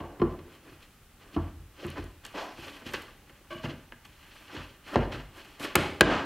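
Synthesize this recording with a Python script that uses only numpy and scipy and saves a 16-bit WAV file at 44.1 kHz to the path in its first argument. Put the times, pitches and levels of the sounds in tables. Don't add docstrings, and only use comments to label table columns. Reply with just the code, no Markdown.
import sys
import numpy as np
from scipy import signal
from scipy.fft import rfft, irfft
from scipy.io import wavfile
from scipy.ndimage import uniform_filter1d

SR = 44100
rng = np.random.default_rng(int(sys.argv[2]) if len(sys.argv) > 2 else 0)


def ratio(d):
    e = np.asarray(d, float) / 20
    return 10 ** e


def to_wav(s):
    ch = np.atleast_2d(s).T
    pcm = np.round(np.clip(ch, -1, 1) * 32767)
    wavfile.write(sys.argv[1], SR, pcm.astype(np.int16))


N = 275624
TOP_HZ = 15800
STROKE_SWING_DB = 20

# t/s, force/dB, weight behind it/dB, hardness/dB per zone
NEAR_KNOCKS = [(0.002, -45, 3, 3), (0.197, -41, 11, 2), (0.216, -19.5, -12.5, -5.5), (0.39, -58.5, 8, 8),
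               (0.476, -50, -40, -9), (0.719, -55.5, 2.5, -10), (1.332, -55, 2, -16), (1.363, -25, -1, -6),
               (1.561, -63.5, 28.5, -10), (1.608, -74, 23, -2), (1.844, -39.5, 3, -18),
               (1.858, -46.5, -0.5, -15), (1.984, -40.5, 7, -15), (2.037, -47.5, -4, -5)]
# t/s, force/dB, weight behind it/dB, hardness/dB per zone
FAR_KNOCKS = [(2.252, -69, -6, 17), (2.581, -43, -9.5, -13), (2.82, -46.5, -16, -4),
              (2.856, -43, -2.5, -20), (2.937, -40.5, -16, 5.5), (2.947, -55, -22, 13), (3.295, -66, 0, 11),
              (3.548, -52, 4, -12), (3.638, -34, -2.5, -4.5), (3.655, -50.5, -6, 10.5),
              (3.68, -36, -20, -27), (3.731, -47, 0, -3.5), (3.921, -51, -19, 5), (4.051, -66, 7, -1),
              (4.564, -50.5, 10, 8), (4.597, -62, 5, 0), (4.957, -22, -2, -0.5), (5.136, -44.5, 7.5, -17),
              (5.199, -58, 9, 8.5), (5.597, -45, -7.5, -9)]
# t/s, force/dB, weight behind it/dB, hardness/dB per zone
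SLAPS = [
    (5.7535, -16, -27, 0.5),
    (5.7558, -23, 6.5, 7),
    (5.7615, -12, -17, -0.5),
    (5.778, -16, -26, -20),
    (6.0085, -11.5, 3.5, 5),
    (6.0135, -8.5, -28, -2),
    (6.0165, -17.5, -32.5, 3),
]
# f/Hz, t60/s, level/dB struck at near corner, far corner, top
HOLLOW_MODES = [(46.5, 0.39, 3.5, 7, -5.5), (85.2, 0.34, -1, 0.5, -1), (136.1, 0.15, 2, 8, -5),
                (212.3, 0.098, 3.5, 3.5, -2.5), (245, 0.23, 1, 6, 1.5), (293.6, 0.078, 8, 4.5, 1.5),
                (333, 0.21, 4, 2.5, 3.5), (351.2, 0.16, 5, -3, 4.5), (420.5, 0.053, 7.5, -1.5, 1.5),
                (502, 0.072, -6.5, 6, 1.5), (657, 0.053, -5, 3.5, 4.5), (736, 0.036, 0, -0.5, 5)]
# f/Hz, t60/s, level/dB struck at near corner, far corner, top
BOARD_MODES = [ (835, 0.059, -2.5, -3.5, 5.5), (962, 0.045, 0, 6, -13), (1042, 0.11, 3.5, -8, -7.5),
               (1136, 0.084, 5.5, -7.5, -7), (1295, 0.027, -2.5, -2, 5.5), (1398, 0.061, -1.5, 1, -0.5),
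               (1565, 0.035, -14, 7, 2), (1740, 0.03, 0, 5, -6.5), (1997, 0.022, -1, 4.5, -5.5),
               (2145, 0.045, -8, 0, -2), (2520, 0.03, -5, -6.5, -2), (2830, 0.051, -8, -2, -2),
               (3150, 0.02, 1, -4, -2), (3570, 0.0094, -10, -6.5, -2), (4154, 0.018, -7, -11, -5.5),
               (4910, 0.02, -18, -39, -12.5), (5130, 0.04, -16, -26, -23)]
CASE_MODES = HOLLOW_MODES + BOARD_MODES
ZONE_HZ = [110, 350, 1050, 3000]
# t/s, peak/dB, centre f/Hz, length/s
TICKS = [(1.867, -35.5, 10500, 0.0011), (1.903, -33, 9700, 0.00047), (2.042, -40, 10550, 0.0011),
         (2.251, -29, 7900, 0.0014), (2.264, -35, 7900, 0.0028), (2.936, -26, 11000, 0.00064),
         (2.937, -32, 4500, .0008), (3.02, -41, 13000, 0.0044), (3.922, -40.5, 2300, 0.0011),
         (3.923, -40.5, 1000, 0.00078), (4.052, -45, 4600, 0.002), (4.958, -6.5, 740, 0.0022),
         (4.9585, -21, 1870, 0.0014), (5.755, -9.5, 8060, 0.0042), (5.7555, -6, 12800, 0.0015),
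         (6.0088, 0, 2300, 0.0032), (6.009, -6.5, 12900, 0.0013), (6.0092, -13.5, 9100, 0.0014),
         (6.0095, -3, 6450, 0.0013)]
# t/s, length/s, level/dB, sag/dB, top f/Hz
STUTTER = [
    (0.0, .1, -42, 10.5, 1200),
    (3.504, 0.11, -38, 24, 4600),
]
# f/Hz, level/dB, t60/s
TAIL_MODES = [(345, -7.5, 0.47), (629, -0.5, 0.12), (790, -13, .04), (1132, 1, 0.065), (1563, 2, 0.038),
              (2300, 0.5, 0.027), (2910, 0.5, 0.045)]
# peak t/s, rise/s, fade/s, pressure/dB, lightness/dB
RUB = [(0.008, 0.011, 0.11, -49, -5.5), (.33, 0.3, 0.13, -54, -10), (.53, 0.14, 0.19, -56.5, -0.5),
       (.67, 0.043, 0.21, -55, 1), (.83, 0.029, 0.11, -62.5, 5), (1.216, 0.04, 0.59, -60, -2),
       (1.35, 0.037, 0.029, -54, 3.5), (1.45, 0.3, .15, -55, -3.5), (1.836, 0.088, 0.26, -46.5, 0),
       (1.984, 0.047, 0.029, -40.5, -6.5), (2.002, .01, 0.21, -52, 0.5),
       (2.253, 0.018, 0.13, -47.5, 5.5), (2.35, .012, .6, -46, -5), (2.386, 0.074, 0.29, -44.5, 1.5),
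       (2.576, .03, 0.31, -65.5, 9), (2.672, 0.2, 0.3, -47, 2.5), (2.865, 0.016, 0.45, -55, 9),
           (2.931, 0.23, .05, -51, -1.5), (2.941, 0.0072, 0.035, -34, 4.5), (2.981, 0.043, .2, -45.5, 0),
           (3.3, 0.057, 1, -65, 1), (3.509, 0.0078, 0.36, -52, 4), (3.645, 0.018, 0.16, -41, -1),
           (4.054, 0.013, 0.016, -55.5, 9), (4.4, 1, 0.33, -59.5, 5.5), (4.554, 0.082, 0.19, -42.5, 1.5),
           (4.881, .05, 1, -47.5, 1.5), (4.946, 0.026, 0.03, -38, -2), (4.98, 0.036, 0.21, -40, -8),
           (5.122, 0.01, 0.14, -39, -0.5), (5.378, 0.049, 0.34, -50.5, 3.5), (5.596, 0.0088, 1, -55, -6),
           (5.651, 0.083, 0.13, -37, 1)]
# peak t/s, rise/s, fade/s, pressure/dB, lightness/dB
SLAP_TAILS = [
    (5.775, 0.0083, .17, -30, -1),
    (6.03, 0.014, 1.4, -37.5, -10.5),
    (6.13, 0.16, 0.15, -29.5, -3),
]
RUB_EDGES_HZ = [250, 700, 2000, 5500, 15800]
# level/dB, lightness share/1, fading speed/1, extra pressure ignored/1
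RUB_LAYERS = [(0.5, -0.84, 0.99, .01), (0.5, -0.05, 1.13, .01), (-0.53, 0.76, 1.08, 0.036),
              (-16.5, 1.07, 0.95, 0.36)]
# level/dB, lightness share/1, fading speed/1, extra pressure ignored/1
SLAP_TAIL_LAYERS = [(1.3, -0.92, 0.82, .01), (1.3, -0.45, 1.2, .01), (1, 1.1, 1.07, .01), (-29, 1.3, 1.8, .01)]
# t/s, swell/s, fade/s, level/dB,
# centre f/Hz
BRUSHES = [(0.001, .012, 0.18, -42, 740.7), (0.221, .01, 0.1, -39, 940), (1.368, 0.008, 0.079, -40, 1070),
           (1.8, .03, 0.07, -57, 4300), (1.955, .025, .03, -58, 4320), (2.34, 0.053, 0.18, -37.5, 900),
           (2.343, 0.049, .18, -47, 2300), (2.345, 0.042, 0.28, -51, 4630), (2.86, 0.023, 0.078, -60, 5240),
           (2.936, .01, .15, -58, 11500), (4.961, 0.0088, 0.15, -29.5, 644),
           (5.595, .05, 0.036, -48, 10190), (5.62, .04, 0.12, -44, 2840), (5.76, .005, 0.14, -46.5, 9500),
           (6.013, 0.0092, 0.13, -56, 8000), (6.03, 0.12, 0.14, -30, 1030)]
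# f/Hz, t60/s, level/dB
SHOP = [(107, 0.45, 2.5), (317, 0.6, -11), (774, 0.51, -4), (2300, 0.53, -5), (6200, 0.57, -9),
        (12100, .15, -51)]
# f/Hz, density/dB per Hz
AIR = [(15, -17), (25, 11), (50, 2.5), (110, -1.5), (691, -18.5), (834, -12), (929, -20), (1220, -14),
       (2200, -19), (2890, -19), (4820, -26.5), (14600, -28), (15800, -28)]


def rms_one(x):
    return x / np.sqrt(np.mean(x ** 2) + 1e-20)


def band(x, low_hz, high_hz):
    edges_hz = [low_hz, min(high_hz, 0.45 * SR)]
    return signal.sosfilt(signal.butter(2, edges_hz, "band", fs=SR, output="sos"), x)


def ring(force, hz, t60_s):
    radius = ratio(-60 / (t60_s * SR))
    angle = 2 * np.pi * hz / SR
    return signal.lfilter([0, np.sin(angle)], [1, -2 * radius * np.cos(angle), radius ** 2], force + 1e-18)


def blows(events, place, contact_s, damping, level_db, touch_hz):
    events, out = np.array(events), np.zeros(N)
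    starts = np.round(events[:, 0] * SR).astype(int)
    t = np.arange(900) / SR
    noise = rng.standard_normal((len(starts), len(CASE_MODES), 900))
    for k, (hz, t60_s, *place_db) in enumerate(CASE_MODES):
        force = np.zeros(N + 900)
        for i, (_, force_db, weight_db, hard_db) in enumerate(events):
            zone_db = np.interp(np.log(hz), np.log(ZONE_HZ), [weight_db, 0, hard_db, 2 * hard_db])
            contact = noise[i, k] * np.exp(-t / contact_s)
            contact = 0.55 * contact / np.sqrt(np.sum(contact ** 2))
            contact[0] += (-1) ** k / (1 + (hz / touch_hz) ** 2)
            gain = ratio(force_db + zone_db + place_db[place] + level_db)
            force[starts[i]:starts[i] + 900] += gain * contact
        swell = ring(force[:N], hz, 2.98 / hz) * 8 * hz / SR
        out += ring(swell, hz, damping * t60_s)
    return out


def ticks():
    out, t = np.zeros(N + 900), np.arange(900) / SR
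    for s, peak_db, hz, length_s in TICKS:
        contacts = rng.standard_normal(900)
        contacts[0] += 5
        crack = band(contacts * np.exp(-t / length_s), hz / 2.1, hz * 1.3)
        out[round(s * SR):][:900] += ratio(peak_db) * crack / np.abs(crack).max()
    return out[:N]


def grains(per_s, spread_db):
    sizes = ratio(spread_db * np.minimum(rng.exponential(1, N), 4))
    signs = rng.choice([-1, 1], N)
    return rms_one(sizes * signs * (rng.random(N) < per_s / SR))


def stutter():
    slips, force, t = grains(700, 4.1), np.zeros(N), np.arange(N) / SR
    for s, length_s, level_db, sag_db, cut_hz in STUTTER:
        done = np.clip((t - s) / length_s, 0, 1)
        jolt = 12 * (np.arange(N) == round(s * SR) + 100)
        gain = (done > 0) * (done < 1) * ratio(level_db - sag_db * done ** 2)
        force += band((slips + jolt) * gain, 110, cut_hz)
    return ratio(-29) * sum(ratio(mode_db) * ring(force, hz, t60_s) for hz, mode_db, t60_s in TAIL_MODES)


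def strokes(rows, layers):
    gains = np.zeros((len(layers), N))
    peaks = [0] + [round(row[0] * SR) for row in rows] + [N]
    for (s, rise_s, fade_s, pressure_db, light_db), a, b in zip(rows, peaks, peaks[2:]):
        t = np.arange(a, b) / SR - s
        for gain, (layer_db, share, speed, ignored) in zip(gains, layers):
            swing = np.where(t < 0, -t / rise_s, speed * t / fade_s)
            peak_db = pressure_db - ignored * (pressure_db + 51.5) + layer_db + share * light_db
            gain[a:b] += ratio(peak_db - STROKE_SWING_DB * swing)
    return uniform_filter1d(gains, size=160)


def lumps(per_s, count):
    knots = rng.standard_normal((count, int(N / SR * per_s) + 2))
    at = np.arange(N) / SR * per_s
    return np.array([np.interp(at, np.arange(len(row)), row) for row in knots])


def rubbing():
    catches, wood = grains(3000, 1.43), np.zeros(N)
    for k, (hz, t60_s, *place_db) in enumerate(CASE_MODES):
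        wood += ratio(np.mean(place_db)) * (-1) ** k * rms_one(ring(catches, hz, 0.31 * t60_s))
    wood = rms_one(wood) + ratio(-8) * grains(6000, 2.0)
    edges = zip(RUB_EDGES_HZ, RUB_EDGES_HZ[1:])
    layers = [rms_one(band(band(wood, low, high), low * 0.72, high * 1.47)) for low, high in edges]
    uneven = ratio(2.6 * lumps(60, count=4) + 0.95 * lumps(25, count=1))
    rub_gains = strokes(RUB, RUB_LAYERS) * uneven
    return np.sum((rub_gains + strokes(SLAP_TAILS, SLAP_TAIL_LAYERS)) * layers, axis=0)


def brushes():
    out, t, fibres = np.zeros(N), np.arange(N) / SR, grains(2500, 0.83)
    for s, swell_s, fade_s, level_db, hz in BRUSHES:
        after = t - s - swell_s
        swing = np.where(after < 0, -0.4 * after / swell_s, after / fade_s)
        colour = rms_one(band(band(fibres, hz / 1.8, hz * 1.35), hz / 2.4, hz * 1.4))
        out += (t > s) * ratio(level_db - STROKE_SWING_DB * swing) * colour
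    return out


def top_cut(x):
    return signal.sosfilt(signal.cheby2(10, 60, TOP_HZ + 300, fs=SR, output="sos"), x)


def shop(x):
    t, hz = np.arange(SR // 2) / SR, [row[0] for row in SHOP]
    edges = np.sqrt(np.multiply([20] + hz, hz + [30000]))
    tail = np.zeros(len(t))
    for (_, t60_s, level_db), low, high in zip(SHOP, edges, edges[1:]):
        noise = band(rng.standard_normal(len(t)), low, high)
        tail += ratio(level_db - 60 * t / t60_s) * noise / np.sqrt(t60_s * SR / 13.0)
    return signal.fftconvolve(x, tail * (1 - np.exp(-t / 0.0009)))[:N]


def air():
    hz = np.fft.rfftfreq(N, 1 / SR)
    at_hz, density_db = np.transpose(AIR)
    shape = ratio(np.interp(np.log(hz + 1), np.log(at_hz), density_db)) * (hz < TOP_HZ)
    return ratio(-56) * rms_one(irfft(rfft(rng.standard_normal(N)) * shape, N))


def scene():
    near, far, top = range(3)
    case = blows(NEAR_KNOCKS, near, contact_s=0.0044, damping=0.65, level_db=-7.5, touch_hz=1300)
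    case += blows(FAR_KNOCKS, far, contact_s=0.0087, damping=0.45, level_db=-6.5, touch_hz=2600)
    case += blows(SLAPS, top, contact_s=0.0039, damping=0.21, level_db=-5.5, touch_hz=9000)
    case += stutter()
    case = signal.sosfilt(signal.butter(4, 60, "high", fs=SR, output="sos"), case)
    cracks = ticks()
    rub = top_cut(ratio(-2.0) * rubbing() + brushes())
    mix = case + cracks + rub + shop(case + ratio(-5) * cracks + 0.59 * rub) + air()
    return np.array([mix, mix])


def band_limit(x):
    return signal.sosfilt(signal.butter(12, 16830, fs=SR, output="sos"), x)


def record(dry):
    dry = signal.sosfilt(signal.butter(2, 36, "high", fs=SR, output="sos"), dry)
    creep_db = 73.0 * np.arange(N) / SR
    over_db = np.maximum(20 * np.log10(np.abs(dry[0]) + 1e-9) + 9.3, 0)
    held_db = np.maximum.accumulate(over_db + creep_db) - creep_db
    keep = np.exp(-1 / (0.0072 * SR))
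    duck_db = signal.lfilter([1 - keep], [1, -keep], np.maximum(held_db, 0))
    wet = 0.72 * np.tanh(dry * ratio(-0.6 * duck_db) / 0.74)
    wet = signal.sosfilt(signal.cheby2(12, 60, 16900, fs=SR, output="sos"), wet)
    hiss = ratio(-68.0) * rms_one(band(rng.standard_normal(N), 1100, 0.45 * SR))
    unlike = top_cut(hiss) + ratio(-47) * band(np.roll(wet[0], 90), 20, 1500)
    return band_limit(wet + unlike * [[1], [-1]])


dry = scene()
out = record(dry)
to_wav(out)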